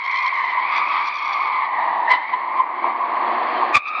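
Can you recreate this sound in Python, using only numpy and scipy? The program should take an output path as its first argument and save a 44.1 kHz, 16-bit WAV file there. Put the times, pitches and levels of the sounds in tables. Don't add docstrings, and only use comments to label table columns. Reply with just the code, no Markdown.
import sys
import numpy as np
from scipy import signal
from scipy.fft import rfft, irfft, next_fast_len
from scipy.io import wavfile
from scipy.ndimage import uniform_filter1d, map_coordinates

SR = 44100
rng = np.random.default_rng(int(sys.argv[2]) if len(sys.argv) > 2 else 0)


def bounce(signal):
    frames = np.transpose(np.atleast_2d(signal))
    limited = np.clip(frames, -1, 1)
    pcm = np.round(limited * 32767).astype(np.int16)
    wavfile.write(sys.argv[1], SR, pcm)


N = 176400
LEAD_S = 1
JITTER_KNOTS_HZ = 260

# frequency in Hz, time to decay 60 dB in seconds.
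STREET_T60_S = [(150, 1), (1000, 2.82), (3000, 1.8), (8000, 0.49)]
# time in seconds, relative level in dB.
ENGINE_DB = [(0.0, -53.5), (0.8, -43), (1.2, -50), (1.43, -43.5), (1.65, -46.5), (1.79, -41), (2.12, -36),
             (2.27, -49), (2.32, -41.5), (2.81, -40), (2.86, -32.5), (2.92, -38.5), (3.35, -31.5),
             (3.75, -31), (3.81, -57), (4.0, -41)]
# time in seconds, firing rate in Hz.
FIRING_HZ = [(0, 101.5), (.5, 108), (1.0, 119), (1.45, 109.7), (1.8, 102.4), (2.0, 111.7), (2.55, 118.5),
             (4, 119.4)]
# multiple of the firing rate, relative level in dB.
EXHAUST_ORDERS = [(1, -32.5), (2, -5), (3, -7), (4, -9), (5, -5), (6, 5.5), (7, 4)]
# peak time in seconds, level in dB.
EXHAUST_BOOMS = [(2.57, -49.5), (2.85, -38.5), (3.34, -36), (3.6, -40.5)]
# peak time in seconds, rise and fall in seconds, level in dB.
THUDS = [(2.126, .02, -71.5), (3.768, .009, -33)]
# frequency in Hz, relative density in dB.
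ROAR_SPECTRUM = [(60, -63.5), (130, -41.5), (190, -17.5), (230, -16.5), (290, -4.5), (350, -1), (420, -6.5),
                 (540, -2.5), (700, 7), (900, 5.5), (1150, 10.5), (1400, -7), (1900, -1), (2800, -16.5),
                 (5000, -73)]
THUD_SPECTRUM = [(25, -5.5), (120, 8.5), (250, 4.5), (600, -42.5)]
SCRUB_SPECTRUM = [(200, -43.5), (600, -19.5), (850, 9.5), (1500, 3.5), (2400, 4), (2900, -5), (4400, -8),
                  (5200, -26.5), (6200, -53)]
RASP_SPECTRUM = [(150, -37.5), (400, -3.5), (750, 10.5), (1500, 7.5), (3500, 1), (7000, -9), (9500, -24.5)]
GRIT_SPECTRUM = [(2000, -25), (3800, 0.5), (7000, -15.5)]
# time in seconds, fundamental in dB, second harmonic in dB.
WHINE_DB = [(3.785, -31, -31.5), (3.815, -69, -43), (3.839, -51, -40), (3.875, -29, -29), (3.927, -27, -34),
            (3.987, -24.5, -26), (4.0, -23.5, -33)]
# time in seconds, level in dB.
JUDDER_DB = [(0, -54), (.06, -43.5), (.28, -39), (.32, -61), (.37, -39.5), (.62, -63), (.79, -40),
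             (.86, -47), (1.08, -45.5), (1.34, -42.5), (1.75, -77.5)]
# peak time in seconds, pitch in Hz, level in dB.
TREAD_YIPS = [(.119, 1080, -37), (0.23, 1104, -40), (1.077, 1125, -36.5), (1.335, 1115, -33.5),
              (3.885, 1204, -41)]
# multiple of the pitch, relative level in dB.
JUDDER_HARMONICS = [(3, 2), (4, -1), (5, -10.5), (6, -14.5)]
CHIRP_HARMONICS = [(3, -7), (4, -12.5)]
SQUEAL_HARMONICS = [(3, 11.5), (4, 6.5), (5, -22)]
# peak time in seconds, pitch in Hz, rise and fall in seconds,
# fundamental, second harmonic and rasp in dB, rasp cutoff in Hz.
BITES = [(2.084, 930, .007, .012, -17.5, -18, -40.5, 4340),
         (2.117, 1008, 0.014, 0.012, -14.5, -13.5, -23.5, 4920),
         (2.137, 1006, .005, 0.024, -15, -17.5, -27, 4500),
         (2.297, 1123, .006, 0.0089, -29, -28.5, -46, 4500),
         (2.337, 1002, 0.0071, .016, -14.5, -30.5, -36, 4400),
         (2.603, 1028, 0.014, 0.014, -11.5, -35.5, -41, 3503),
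         (3.755, 1225, 0.0088, 0.0059, -13.5, -9, -20.5, 9200),
         (3.768, 1176, 0.0042, 0.0082, -11.5, -18, -19.5, 9300)]
# ratio to the common pitch, relative level in dB.
TYRE_VOICES = [(1.0, -1), (1.07, -5.5), (.93, -7.5)]
# time in seconds, second harmonic in Hz.
SQUEAL_OCTAVE_HZ = [(0, 2137), (.3, 2164), (.37, 1979), (.55, 2030), (.74, 2271), (.91, 2250), (.96, 2067),
                    (1.08, 2285), (1.3, 2247), (1.58, 2124), (1.74, 1897), (2.0, 1849), (2.27, 2091),
                    (3.7, 2123)]
# time in seconds, relative level in dB.
SQUEAL_DB = [(0.0, -32.5), (0.11, -25), (0.23, -25), (0.26, -20), (0.31, -27.5), (0.42, -21.5),
             (0.51, -28.5), (0.56, -20), (0.68, -24.5), (0.8, -19), (0.84, -23.5), (0.99, -20.5),
             (1.14, -29.5), (1.31, -23), (1.62, -21), (1.7, -25), (1.78, -20.5), (2.0, -21.5), (2.17, -25),
             (2.27, -34.5), (2.37, -27.5), (2.57, -23), (2.66, -27.5), (2.82, -30.5), (2.84, -19),
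             (2.99, -29), (3.02, -19), (3.11, -28.5), (3.16, -21.5), (3.58, -31), (3.63, -17), (3.72, -46)]
# time in seconds, second harmonic and treble in relative dB.
SQUEAL_EDGE_DB = [(0.0, -33.5, -47), (0.13, -26.5, -43.5), (0.69, -30.5, -42), (0.77, -26.5, -35.5),
                  (0.85, -30.5, -44), (0.96, -31, -37.5), (1.17, -34, -46), (1.31, -31.5, -42.5),
                  (1.63, -31.5, -43.5), (1.7, -37, -50.5), (1.78, -31.5, -45.5), (2.04, -39, -47.5),
                  (2.24, -36, -47.5), (2.5, -41, -54), (2.596, -36, -49.5), (2.648, -46.5, -59),
                  (2.89, -35.5, -47.5), (2.936, -43.5, -53.5), (3.092, -42.5, -48.5), (3.596, -45.5, -41.5),
                  (3.72, -51, -43.5)]


def amp(db):
    return 10 ** (np.asarray(db) / 20)


def unit(x):
    return x / np.sqrt(np.mean(x ** 2) + 1e-20)


def along(points, hz):
    knots_hz, values = np.transpose(points)
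    return np.interp(np.log(hz + 1), np.log(knots_hz + 1), values)


def clock(lead_s=0):
    return np.arange(-lead_s * SR, N) / SR


def curves(rows, lead_s=0):
    times_s, *columns = np.transpose(rows)
    return [np.interp(clock(lead_s), times_s, column) for column in columns]


def wobble(knots_hz, size=N):
    return map_coordinates(rng.standard_normal(8192), [np.arange(size) * knots_hz / SR + 2], mode="mirror")


def swell(peak_s, rise_s, fall_s):
    t = clock() - peak_s
    return np.exp(1 - np.hypot(1, np.pi / 2 * t / np.where(t < 0, rise_s, fall_s)))


def filtered(x, response):
    size = next_fast_len(N + SR // 2)
    return irfft(rfft(x, size) * response(np.fft.rfftfreq(size, 1 / SR)), size)[:N]


def lowpass(cutoff_hz, order):
    return lambda hz: 1 / np.hypot(1, (hz / cutoff_hz) ** order)


def noise(spectrum):
    return unit(filtered(rng.standard_normal(N), lambda hz: amp(along(spectrum, hz))))


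def cycle(hz, jitter, knots_hz=JITTER_KNOTS_HZ):
    return 2 * np.pi * np.cumsum(hz * (1 + jitter * wobble(knots_hz, len(hz)))) / SR


def tones(rows, phase):
    return np.sqrt(2) * sum(amp(db) * np.sin(round(k) * phase) for k, db in rows)


def echo(x):
    hz, t, spectra = signal.stft(rng.standard_normal(SR * 3 // 2), SR, nperseg=256)
    decay = np.exp(-np.log(1000) * t / along(STREET_T60_S, hz)[:, None])
    tail = signal.istft(spectra * decay, SR, nperseg=256)[1]
    return signal.fftconvolve(x, tail / np.linalg.norm(tail))[:len(x)]


def distant(x, direct_db):
    mix = unit(echo(x)) + amp(direct_db) * unit(x)
    power = np.abs(uniform_filter1d(mix * mix, size=4000))
    return (mix / np.sqrt(power + 1e-9))[-N:]


def engine():
    throttle_s, throttle_rise_s, load_db = 2.39, 0.89, 3
    level_db, = curves(ENGINE_DB)
    firing_hz, = curves(FIRING_HZ, LEAD_S)
    load = np.clip((clock() - throttle_s) / throttle_rise_s, 0, 1)
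    phase = cycle(firing_hz, jitter=0.0279, knots_hz=30)
    drone = amp(-4 + load_db * load) * distant(tones(EXHAUST_ORDERS, phase), direct_db=-6.5)
    throb = 1 + 0.21 * np.sin(phase[-N:])
    roar = amp(9) * unit(noise(ROAR_SPECTRUM) * throb)
    boom = sum(amp(db) * swell(s, rise_s=.047, fall_s=.047) for s, db in EXHAUST_BOOMS)
    return amp(level_db) * (drone + roar) + boom * unit(np.sin(3 * phase[-N:]))


def bumps():
    return sum(amp(db) * swell(s, flank_s, flank_s) for s, flank_s, db in THUDS) * noise(THUD_SPECTRUM)


def whine():
    start_s, rise_s, pitch_hz = 3.77, 0.0047, 1245
    first_db, second_db = curves(WHINE_DB)
    phase = cycle(np.full(N + LEAD_S * SR, pitch_hz), jitter=0.041)
    levels_db = [first_db, second_db, second_db - 17.5, second_db - 34]
    tone = sum(amp(db) * distant(np.sin(k * phase), direct_db=-2.5) for k, db in enumerate(levels_db, 1))
    scrub = amp(second_db - 9.5) * noise(SCRUB_SPECTRUM)
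    return np.clip((clock() - start_s) / rise_s, 0, 1) * (tone + scrub)


def judder():
    slip_hz, sharpness = 60, 0.9
    level_db, = curves(JUDDER_DB)
    octave_hz, = curves(SQUEAL_OCTAVE_HZ)
    grit = amp(-6.5) * noise(GRIT_SPECTRUM)

    def ring(hz):
        return unit(unit(tones(JUDDER_HARMONICS, cycle(hz, jitter=.031))) + grit)

    slip_phase = cycle(np.full(N, slip_hz), jitter=.3, knots_hz=54)
    slips = np.exp(sharpness * np.cos(slip_phase) + 0.85 * np.tanh(wobble(knots_hz=40)))
    yips = sum(amp(db) * swell(s, rise_s=.0082, fall_s=.0082) * ring(np.full(N, hz))
               for s, hz, db in TREAD_YIPS)
    return amp(level_db) * unit(slips * ring(octave_hz / 2)) + yips


def chirps():
    flutter_db, echo_db = 1.54, -17
    tone, edge = np.zeros(N), np.zeros(N)
    for peak_s, hz, rise_s, fall_s, first_db, second_db, rasp_db, cutoff_hz in BITES:
        bite = swell(peak_s, rise_s, fall_s)
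        phase = cycle(np.full(N, hz), jitter=.036, knots_hz=540)
        flutter = amp(flutter_db * wobble(JITTER_KNOTS_HZ))
        tone += bite * flutter * tones([(1, first_db), (2, second_db)], phase)
        rasp = noise(RASP_SPECTRUM) + tones(CHIRP_HARMONICS, phase)
        edge += bite * amp(rasp_db) * filtered(rasp, lowpass(cutoff_hz, order=8))
    return tone + edge + amp(echo_db) * echo(tone)


def slide():
    howl_ratio, howl_db, howl_rise_s = .9, -4.5, 0.94
    end_s, fade_db_per_s = 3.76, 509
    pitch_hz = curves(SQUEAL_OCTAVE_HZ, LEAD_S)[0] / 2
    first_db, = curves(SQUEAL_DB)
    second_db, treble_db = curves(SQUEAL_EDGE_DB)
    tyres = []
    for ratio, db in TYRE_VOICES:
        wander = 1 + .028 * wobble(knots_hz=22, size=len(pitch_hz))
        tyres.append((amp(db), cycle(pitch_hz * ratio * wander, jitter=.026)))

    def harmonic(k):
        return sum(gain * np.sin(k * phase) for gain, phase in tyres)

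    overtones = sum(amp(db) * harmonic(round(k)) for k, db in SQUEAL_HARMONICS)
    howl_gain = amp(howl_db) * np.clip(clock(LEAD_S) / howl_rise_s, 0, 1)
    howl = howl_gain * np.sin(cycle(pitch_hz * howl_ratio, jitter=0.1, knots_hz=90))
    chatter_db = 2.5 * wobble(knots_hz=55)
    first = amp(first_db + 0.5) * distant(harmonic(1) + howl, direct_db=-8)
    second = amp(second_db + 3.5) * distant(harmonic(2), direct_db=-0.5)
    treble = amp(treble_db - 4.5 + chatter_db) * distant(overtones, direct_db=-0.5)
    scrub = amp(treble_db + 8.5) * noise(SCRUB_SPECTRUM)
    fade = amp(-fade_db_per_s * np.maximum(clock() - end_s, 0))
    return fade * (first + second + treble + scrub)


def scene():
    low_cut_hz, high_cut = 165, lowpass(cutoff_hz=6100, order=20)
    sustained = slide() + judder() + whine() + engine()
    banded = filtered(sustained, lambda hz: high_cut(hz) / np.hypot(1, (low_cut_hz / (hz + 1)) ** 5))
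    return (banded + chirps() + bumps())[None]


def record(dry):
    ceiling = .72
    clipped = dry[0] / (1 + np.abs(dry[0] / ceiling) ** 30) ** (1 / 30)
    return filtered(clipped, lowpass(cutoff_hz=9755, order=40))[None]


dry = scene()
out = record(dry)
bounce(out)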